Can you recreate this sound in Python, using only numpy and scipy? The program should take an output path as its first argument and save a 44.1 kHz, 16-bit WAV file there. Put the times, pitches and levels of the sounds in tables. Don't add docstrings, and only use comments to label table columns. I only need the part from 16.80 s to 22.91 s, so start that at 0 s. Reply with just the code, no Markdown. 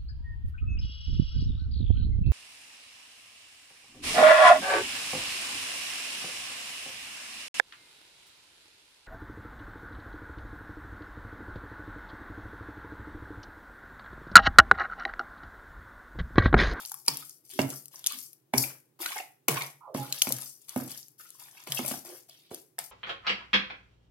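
import sys
import numpy as np
from scipy import signal
from scipy.fft import rfft, irfft
from scipy.io import wavfile
from scipy.ndimage import map_coordinates

SR = 44100
rng = np.random.default_rng(int(sys.argv[2]) if len(sys.argv) > 2 else 0)


def store_wav(level_fs):
    pcm = np.round(np.clip(np.atleast_2d(level_fs), -1, 1) * 32767)
    wavfile.write(sys.argv[1], SR, pcm.T.astype(np.int16))


N = 269451
TIME = np.arange(N) / SR
TOP_HZ = 16000


def amp(db):
    return 10 ** (np.asarray(db) / 20)


def unit(x):
    return x / np.sqrt(np.mean(x ** 2))


def lookup(points, hz):
    f, value = np.transpose(points)
    return np.interp(np.log(np.maximum(hz, 1)), np.log(f), value)


def convolve(x, response):
    return signal.oaconvolve(x, response)[:len(x)]


def colour(x, points, size=2048):
    hz = np.arange(size // 2 + 1) * SR / size
    cepstrum = irfft(np.log(amp(lookup(points, hz))))
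    cepstrum[1:size // 2] *= 2
    cepstrum[size // 2 + 1:] = 0
    return convolve(x, irfft(np.exp(rfft(cepstrum))))


def band(x, hz, ratio, order=1):
    edges_hz = [hz / ratio, min(hz * ratio, TOP_HZ)]
    return unit(signal.sosfilt(signal.butter(order, edges_hz, "band", fs=SR, output="sos"), x))


def fade(t, t60):
    return np.exp(-np.log(1000) * t / t60)


def ring(t, hz, t60):
    return np.sin(2 * np.pi * hz * t) * fade(t, t60)


def add(track, s, sound):
    start = max(int(s * SR), 0)
    track[start:start + len(sound)] += sound[:N - start]


def prickle(per_s, spread_db):
    born = rng.random(N) < per_s / SR
    size = amp(-spread_db * np.log(rng.random(N) + .01))
    return born * size * rng.choice([-1, 1], N)


def bubbles(low_hz, high_hz, per_s, spread_db, cycles, rise):
    out = np.zeros(N)
    for when, pitch, size, life in rng.random((int(per_s * N / SR), 4)):
        hz = min(low_hz * (high_hz / low_hz) ** pitch, TOP_HZ)
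        t60 = cycles * (.5 + life) / hz
        t = TIME[:int(t60 * SR) + 2]
        level = amp(-spread_db * np.log(size + .01)) * np.sqrt(hz)
        tone = np.sin(2 * np.pi * hz * t * (1 + rise * t / t60))
        add(out, when * N / SR, level * tone * fade(t, t60))
    return out


def clumps(per_s, depth_db):
    knots = np.cumsum(rng.exponential(1 / per_s, int(2 * per_s * N / SR)))
    return unit(amp(depth_db * np.interp(TIME, knots, rng.standard_normal(len(knots)))))


BITE_T60_S = 0.14


def swell(t, attack_s, length_s, bite, sag_db_per_s, release_db_per_s):
    onset = np.minimum(t / attack_s, 1) * (1 + bite * fade(t, BITE_T60_S))
    return onset * amp(-sag_db_per_s * t - release_db_per_s * np.maximum(t - length_s, 0))


# t/s, attack/s, pressing length/s,
# tearing length/s, relative levels of fine crackle/dB, coarse crackle/dB, squelch/dB, hollow f/Hz
PUSHES = [(0.0, 0.0009, 0.043, 0.2, -43.5, -47.5, -44, 720),
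          (0.249, 0.042, 0.18, 0.24, -40, -43.5, -44.5, 770),
          (0.638, 0.0086, 0.03, 0.058, -57.5, -69, -74, 700),
          (0.696, 0.0061, 0.088, 0.087, -45.5, -45, -56.5, 700),
          (0.784, 0.014, 0.045, 0.013, -36.5, -54.5, -35, 517),
          (0.862, 0.053, 0.08, 0.095, -38.5, -52, -39.5, 606),
          (1.107, 0.026, 0.12, 0.086, -48, -54.5, -50.5, 660),
          (1.233, 0.078, 0.11, 0.19, -36.5, -35.5, -38.5, 970),
          (1.731, .005, 0.18, 0.049, -39.5, -52, -34, 544),
          (1.771, 0.0073, .025, 0.016, -24, -58, -49.5, 750),
          (2.189, 0.03, 0.19, 0.19, -35.5, -36.5, -33, 740),
          (2.68, 0.0028, 0.16, 0.14, -35, -37.5, -25, 682),
          (3.14, 0.0074, 0.23, 0.16, -41.5, -41.5, -36, 538),
          (3.329, 0.011, 0.063, 0.074, -40.5, -38.5, -49, 900),
          (3.408, 0.026, 0.23, 0.28, -34, -43.5, -34.5, 650),
          (3.797, .03, 0.051, 0.066, -58, -62, -75, 790),
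          (3.878, 0.013, 0.059, 0.037, -44, -48.5, -46, 900),
          (3.957, .004, 0.091, .15, -43.5, -50.5, -37, 500),
          (4.069, 0.045, 0.09, 0.13, -42, -45, -45.5, 730),
          (4.378, 0.025, 0.26, 0.24, -50, -56.5, -59.5, 1250),
          (4.586, .015, 0.11, 0.12, -50, -54.5, -49, 780), (4.715, 0.053, 0.13, 0.14, -51, -52, -47, 860),
          (4.861, 0.011, 0.027, 0.056, -48, -42.5, -42.5, 620),
          (4.895, 0.033, 0.21, 0.25, -35, -38.5, -35, 656),
          (5.038, 0.04, 0.12, 0.067, -35, -42, -38.5, 680),
          (5.241, 0.022, 0.13, 0.12, -44.5, -52.5, -42, 620),
          (5.481, 0.0081, 0.3, 0.15, -59.5, -53, -64.5, 650),
          (5.702, 0.011, 0.053, 0.1, -52, -49, -47, 490),
          (5.982, 0.0034, 0.0095, 0.066, -45, -40, -34, 620)]


def effort(lengths_s, levels_db, bite, sag_db_per_s, release_db_per_s):
    power, t = np.zeros(N), TIME[:SR * 2 // 3]
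    for (s, attack_s, *_), length_s, db in zip(PUSHES, lengths_s, levels_db):
        gain = amp(db) * swell(t, attack_s, length_s, bite, sag_db_per_s, release_db_per_s)
        add(power, s, gain ** 2)
    return np.sqrt(power)


# f/Hz, relative gain/dB
FINE_COLOUR = [(2000, -19.5), (3800, -8), (4900, 5), (6500, 4), (9500, 9), (12000, 11), (14000, 8),
               (16000, -1)]
COARSE_COLOUR = [(1000, -15.5), (1800, -19), (2300, -11.5), (3200, -4.5), (4000, -4.5), (6000, -10.5),
                 (12000, -26)]
FINE_SAG_DB_PER_S, FINE_RELEASE_DB_PER_S = 26.5, 161
COARSE_SAG_DB_PER_S, COARSE_RELEASE_DB_PER_S = 26, 299.5


def crackle():
    cells = prickle(per_s=2200, spread_db=4) * clumps(per_s=170, depth_db=2.8)
    ticks = bubbles(5000, 14000, per_s=190, spread_db=3.8, cycles=6, rise=.06)
    coarse = bubbles(1700, 5200, per_s=1100, spread_db=3.4, cycles=8, rise=.1)
    fine = unit(colour(cells, FINE_COLOUR)) + unit(colour(ticks, FINE_COLOUR))
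    fine = amp(-8.5) * unit(fine)
    coarse = amp(-14.5) * unit(colour(coarse, COARSE_COLOUR))
    _, _, press_s, tear_s, fine_db, coarse_db, _, _ = np.transpose(PUSHES)
    tearing = effort(tear_s, fine_db, 1.0, FINE_SAG_DB_PER_S, FINE_RELEASE_DB_PER_S)
    opening = effort(press_s, coarse_db, 0.19, COARSE_SAG_DB_PER_S, COARSE_RELEASE_DB_PER_S)
    return fine * tearing + coarse * opening


# multiple of hollow f, relative gain/dB
HOLLOW_SHAPE = [(0.3, -12.5), (0.68, -11.5), (1.0, 3), (1.5, -0.5), (2.1, -4), (2.9, -2.5), (4.7, -6.5),
                (8, -17), (17, -41.5)]
SQUELCH_SAG_DB_PER_S, SQUELCH_RELEASE_DB_PER_S = 41.5, 321


def squelch():
    shear = unit(prickle(per_s=2600, spread_db=3.4)) * clumps(per_s=90, depth_db=3.2)
    pockets = unit(bubbles(400, 3200, per_s=600, spread_db=3.2, cycles=8, rise=.12))
    out, t = np.zeros(N), TIME[:SR * 2 // 3]
    for s, attack_s, press_s, _, _, _, db, hz in PUSHES:
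        grains = np.roll(shear + pockets, -int(s * SR))[:len(t)]
        shape = [(hz * multiple, gain_db) for multiple, gain_db in HOLLOW_SHAPE]
        hollow = unit(colour(grains, shape))
        gain = swell(t, attack_s, press_s, 0.72, SQUELCH_SAG_DB_PER_S, SQUELCH_RELEASE_DB_PER_S)
        add(out, s, amp(db - 15.5) * hollow * gain)
    return out


# t/s, relative level/dB, bubble starting f/Hz
SNAPS = [(0.051, -13.5, 4600), (0.059, -16.5, 10400), (0.096, -20, 8500), (0.118, -12, 11200),
         (0.1421, -13, 10300), (0.2636, -22, 9600), (0.277, -16, 8790), (0.2818, 8, 4560),
         (0.371, -8.5, 8960), (0.495, -20, 12100), (0.693, -29, 9400), (0.816, -9.5, 5170),
         (0.9025, -12.5, 9200), (1.0566, -20.5, 11000), (1.082, -26, 8100), (1.193, -22.5, 12000),
         (1.242, -11.5, 3500), (1.2631, -1.5, 3300), (1.2634, -3, 10500), (1.27, 1.5, 6540),
         (1.3025, -22, 3220), (1.3218, -12, 11100), (1.3875, -16.5, 10440), (1.5309, -25, 9830),
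         (1.782, 2, 9800), (2.261, -6, 3970), (2.3205, -24, 9050), (2.6832, 0.5, 10800),
         (2.8214, -9.5, 4190), (3.1466, -19, 4620), (3.325, 0.5, 4020), (3.419, 8.5, 3130),
         (3.4212, 5.5, 6200), (3.4907, -9, 11120), (3.5228, 0.5, 11500), (3.621, -15, 10700),
         (3.8931, -13.5, 9550), (3.961, -16.5, 9350), (4.117, -16.5, 4700), (4.175, -18, 9890),
         (4.283, -29, 12800), (4.3963, -31.5, 11360), (4.504, -22, 9000), (4.597, -24.5, 12200),
         (4.838, -28, 10800), (4.873, -27, 9600), (4.9212, 1.5, 3050), (5.0800, -8, 11700),
         (5.117, -11.5, 11600), (5.496, -25, 5000), (5.7454, -13, 8620), (5.989, -4.5, 7770)]
# f/Hz, gain/dB
SNAP_COLOUR = [(300, -15.5), (1000, -14), (2200, -7), (3200, 0), (4800, 3.5), (7000, 5.5), (13000, 7.5),
               (16000, -5)]


def snaps():
    out, t = np.zeros(N), TIME[:SR // 20]
    for s, db, hz in SNAPS:
        rasp = band(rng.standard_normal(len(t)), hz, ratio=2.1) * fade(t, 0.005)
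        cavity = np.sin(2 * np.pi * hz * t * (1 + 6 * t)) * fade(t, 24 / hz)
        add(out, s, amp(db) * unit((rasp + 1.2 * cavity) * (1 - fade(t, 0.0039))))
    return amp(-37.5) * colour(out, SNAP_COLOUR)


# t/s, relative level/dB, cavity f/Hz, length/s
SMACKS = [(0.116, -41.5, 835, 0.0034), (0.139, -52, 1100, 0.0051), (0.28, -32, 886, 0.0047),
          (0.2815, -31.5, 4800, 0.0048), (0.423, -51, 1350, 0.0052), (0.7911, -23, 576, 0.0025),
          (0.927, -54, 1280, 0.012), (1.139, -55.5, 950, 0.0066), (1.306, -50.5, 1155, 0.015),
          (1.7358, -24.5, 730, 0.003), (1.736, -33.5, 2140, 0.0035), (1.836, -40.5, 2340, 0.01),
          (2.223, -49, 1400, 0.005), (2.259, -30, 1410, 0.003), (2.318, -36.5, 2230, 0.0025),
          (2.322, -46, 1130, 0.0096), (2.357, -38.5, 803, 0.017), (2.366, -45, 2130, 0.011),
          (2.384, -40, 2080, 0.0049), (2.4, -39.5, 746, 0.005), (2.398, -43.5, 2620, 0.0049),
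          (2.757, -38, 920, 0.0081), (2.768, -32, 1065, 0.011), (2.768, -33.5, 2410, 0.0073),
          (2.808, -40, 2160, 0.013), (3.505, -31.5, 545, 0.0015), (4.396, -58, 1407, 0.024),
          (4.451, -60.5, 1380, 0.014), (4.548, -62, 1000, 0.006), (4.616, -60, 966, 0.0083),
          (4.68, -60, 1660, 0.0067), (4.77, -56, 2430, 0.012), (4.971, -38.5, 2880, 0.012),
          (5.045, -35, 617, 0.003), (5.046, -49, 2450, 0.0036), (5.136, -39, 730, 0.0065),
          (5.249, -47.5, 665, 0.0037), (5.296, -51.5, 795, 0.0059), (5.487, -61.5, 650, 0.012),
          (5.988, -40, 670, 0.0047)]


def smacks():
    out, t = np.zeros(N), TIME[:SR // 15]
    for s, db, hz, length_s in SMACKS:
        tear = rng.standard_normal(len(t)) * amp(4 * rng.standard_normal(len(t)))
        tear = tear * (1 - fade(t, 0.004)) * np.exp(-(t / length_s) ** 4)
        smack = band(tear, hz, ratio=1.1, order=2)
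        smack = smack + amp(-7) * band(tear, hz * 0.89, ratio=2.0, order=2)
        add(out, s, amp(db) * unit(smack) * np.sqrt(length_s / t[-1]))
    return out


# t/s, length/s, first f/Hz, last f/Hz, relative level/dB, roughness (clipped to 0-1)
GURGLES_AND_RUBS = [(0.727, 0.055, 323, 344, -54.5, 1.1), (1.324, 0.062, 255, 253, -60, 0.62),
                    (2.199, 0.019, 328, 337, -46, 0.17), (2.362, 0.05, 839, 729, -49, 0.78),
                    (3.005, 0.085, 1094, 982, -51.5, 0.94), (3.07, 0.078, 652, 448.5, -49.5, 0.57),
                    (3.175, 0.054, 840, 826, -43, 0.12), (3.218, 0.04, 1270, 1240, -53.5, 0.65),
                    (3.27, 0.048, 860, 803, -62, 0.24), (4.89, 0.014, 140, 135, -47, 0.35),
                    (5.245, 0.097, 333.7, 361, -52.5, 0.32), (5.286, 0.063, 482, 510, -57, 0.38),
                    (5.713, 0.032, 404, 370, -47, 0.9), (5.714, 0.025, 658, 704, -56, 0.34)]


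def gurgles_and_rubs():
    out, t = np.zeros(N), TIME[:SR // 4]
    for s, length_s, first_hz, last_hz, db, rough in GURGLES_AND_RUBS:
        phase = 2 * np.pi * np.cumsum(np.interp(t, [0, length_s], [first_hz, last_hz])) / SR
        slow = signal.butter(4, 0.19 * first_hz, fs=SR, output="sos")
        a, b = unit(signal.sosfilt(slow, rng.standard_normal((2, len(t)))))
        rough = np.clip(rough, 0, 1)
        tone = (1 - rough + rough * a) * np.sin(phase) + rough * b * np.cos(phase)
        envelope = (1 - fade(t, 0.038)) * fade(np.maximum(t - length_s, 0), 0.05)
        add(out, s, amp(db) * unit(tone * envelope) * np.sqrt(length_s / t[-1]))
    return out


# t/s, relative clack level/dB, clack tilt/(dB per octave), relative thump level/dB,
# loaded bowl f/Hz, relative judder level/dB, judder length/s
KNOCKS = [(0.28, -24, 5, -37.5, 316, -49.5, 0.071), (0.791, -14, 0, -18, 263, -36, 0.074),
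          (0.837, -52, -18, -57, 236, -57, 0.026), (1.7383, -18, -2, -21.5, 294.5, -35, 0.073),
          (2.192, -51, 5, -60.5, 360, -79.5, .05), (2.684, -17, 4.5, -23, 335, -35, 0.078),
          (3.148, -23, -4.5, -27, 266.7, -36.5, 0.077), (3.471, -27.5, 2, -31, 239, -47, 0.098),
          (3.962, -22, -3.5, -22, 241.5, -49, 0.093), (4.008, -53, 7, -35.5, 231, -66, 0.03),
          (4.075, -41.5, -7, -57, 259, -62.5, .02), (4.873, -36, 2, -43, 374, -51.5, 0.091),
          (4.992, -25.5, 1.5, -27, 249, -53, 0.084), (5.113, -27.5, 0, -31, 257, -79, 0.06),
          (5.714, -34, -6, -41.5, 397, -76, 0.056), (5.991, -42, 6, -74.5, 400, -63, 0.043)]
# f/Hz, relative gain/dB
CLACK_COLOUR = [(100, -13), (300, 1.5), (620, 7.5), (880, 5.5), (1350, -0.5), (1700, -11.5), (2200, -4.5),
                (3000, -12), (6000, -23.5), (15000, -26.5)]
# multiple of bowl f, relative level/dB, t60/s
BOWL_MODES = [(0.553, -18.5, 0.048), (0.9, -8, 0.12), (1.003, 1.5, 0.065), (1.07, 5.5, 0.047),
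              (1.35, 1, 0.083), (1.85, -10.5, 0.056), (2.3, -13, 0.012)]
WALL_ECHO_S, WALL_ECHO_DB = 0.012, -12


def knocks():
    out, t = np.zeros(N), TIME[:SR // 4]
    for s, clack_db, tilt_db_per_octave, thump_db, hz, _, _ in KNOCKS:
        bowl = sum(amp(db) * ring(t, hz * multiple, t60) for multiple, db, t60 in BOWL_MODES)
        push = (t == 0) + 0.008 * rng.standard_normal(len(t)) * fade(t, 0.31)
        thump = convolve(push, bowl) * (1 - fade(t, 0.025))
        contact = [(f, db + tilt_db_per_octave * np.log2(f / 1000)) for f, db in CLACK_COLOUR]
        hit = (t == 0) + 0.06 * rng.standard_normal(len(t)) * fade(t, 0.028)
        clack = amp(clack_db - 23.0) * unit(colour(hit, contact))
        add(out, s, amp(thump_db - 17.5) * unit(thump) + clack)
        add(out, s + WALL_ECHO_S, amp(WALL_ECHO_DB) * clack)
    return out


JUDDER_HZ = 133.5


def judder():
    out, t = np.zeros(N), TIME[:SR // 5]
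    for s, _, _, _, hz, db, length_s in KNOCKS:
        shove = (1 - fade(t, 0.15)) * (1 - np.tanh((t - length_s) / 0.012)) / 2
        rate_hz = JUDDER_HZ + (hz - JUDDER_HZ) * fade(t, 0.077)
        wander = np.cumsum(0.024 * rng.standard_normal(len(t)))
        phase = 2 * np.pi * np.cumsum(rate_hz) / SR + wander
        slips = sum(np.cos(k * phase) / k ** 2.5 for k in range(1, 6))
        add(out, s, amp(db + 3.0) * slips * shove)
    return out * clumps(per_s=110, depth_db=2.5)


ECHO_DRIFT_HZ = 5


def scatter(x, t60, count=4):
    t, out = TIME[:SR // 50], 0
    treble = signal.sosfilt(signal.butter(2, 1500, "high", fs=SR, output="sos"), x)
    for k in range(count):
        share = np.sqrt(2 / count) * np.cos(np.pi * (2 * ECHO_DRIFT_HZ * TIME + k / count))
        echoes = rng.standard_normal((2, len(t))) * fade(t, t60)
        out = out + np.array([convolve(treble * share, side / np.linalg.norm(side)) for side in echoes])
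    return out


def pair(x, y, alike_hz):
    side = signal.sosfilt(signal.butter(1, alike_hz, "high", fs=SR, output="sos"), y)
    return np.array([x + side, x - side]) / np.sqrt(2)


# f/Hz, t60/s
ROOM_T60 = [(150, 0.39), (700, 0.3), (2500, 0.33), (8000, 0.16), (15000, 0.29)]
# f/Hz, relative level/dB
ROOM_COLOUR = [(80, -5), (190, -13.5), (300, -3.5), (700, -4), (2500, 0.5), (8000, 6.5), (15000, 4.5)]


def kitchen(x, count=9):
    t = TIME[:SR * 2 // 3]
    noise = rfft(pair(*rng.standard_normal((2, len(t))), alike_hz=610))
    f = np.arange(noise.shape[1]) * SR / len(t)
    centres_hz, tail = np.geomspace(80, TOP_HZ, count), 0
    for hz, share in zip(centres_hz, np.eye(count)):
        part = irfft(noise * lookup(np.column_stack([centres_hz, share]), f), len(t))
        tail = tail + part * fade(t, lookup(ROOM_T60, hz)) * amp(lookup(ROOM_COLOUR, hz))
    tail = unit(tail * (1 - fade(t, 0.063))) / np.sqrt(len(t))
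    return np.array([convolve(x, side) for side in tail])


# f/Hz, relative level/dB, t60/s
ROOM_MODES = [(132, 0, 0.36), (141, -4, .46), (154, -3.5, 0.44), (236, 0, .22), (256, 1.5, .22),
              (275, 3, .3), (346, -6, .2)]


def boom(x):
    t = TIME[:SR * 2 // 3]
    waves = sum(amp(db) * ring(t, hz, t60) for hz, db, t60 in ROOM_MODES)
    return convolve(x, waves / np.abs(rfft(waves)).max())


# f/Hz, relative level/(dB per Hz)
QUIET = [(25, -20), (80, -12), (135, 9.5), (200, -8.5), (330, 2), (600, -12.5), (1500, -21), (5000, -27),
         (15000, -22.5)]


def background():
    noise = pair(*rng.standard_normal((2, N)), alike_hz=500)
    return amp(-70.5) * unit(np.array([colour(side, QUIET) for side in noise]))


def scene():
    fizz, squeeze, snap, smack = crackle(), squelch(), snaps(), smacks()
    tones, knock, shudder = gurgles_and_rubs(), knocks(), judder()
    body = fizz + squeeze + smack + tones + knock + shudder
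    sent = amp(1.5) * knock + amp(0.5) * (fizz + squeeze + smack + tones) + amp(-15.5) * snap
    bowl_echo = amp(5.5) * scatter(body, t60=0.026) + amp(-6) * scatter(snap, t60=0.029)
    room = kitchen(sent) + amp(3) * boom(shudder + knock)
    return body + snap + bowl_echo + room + background()


# f/Hz, left minus right level/dB
PORTS = [(100, -2), (300, -3.5), (1200, -6.5), (2200, 0.5), (4500, -1.5), (7000, 1.5), (9500, 13.5),
         (15000, 15)]
PORT_LAG_S, LOW_HZ = .00009, 101


def record(dry):
    hz, lean_db = np.transpose(PORTS)
    ports = []
    for x, side in zip(dry, (1, -1)):
        share = 2 / (1 + amp(-2 * side * lean_db))
        ports.append(colour(x, np.column_stack([hz, 10 * np.log10(share)])))
    ports[0] = map_coordinates(ports[0], [(TIME - PORT_LAG_S) * SR], order=5)
    thin = signal.sosfilt(signal.butter(4, LOW_HZ, "high", fs=SR, output="sos"), np.array(ports))
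    return signal.sosfilt(signal.ellip(8, .2, 70, TOP_HZ, fs=SR, output="sos"), thin)


dry = scene()
out = record(dry)
store_wav(out)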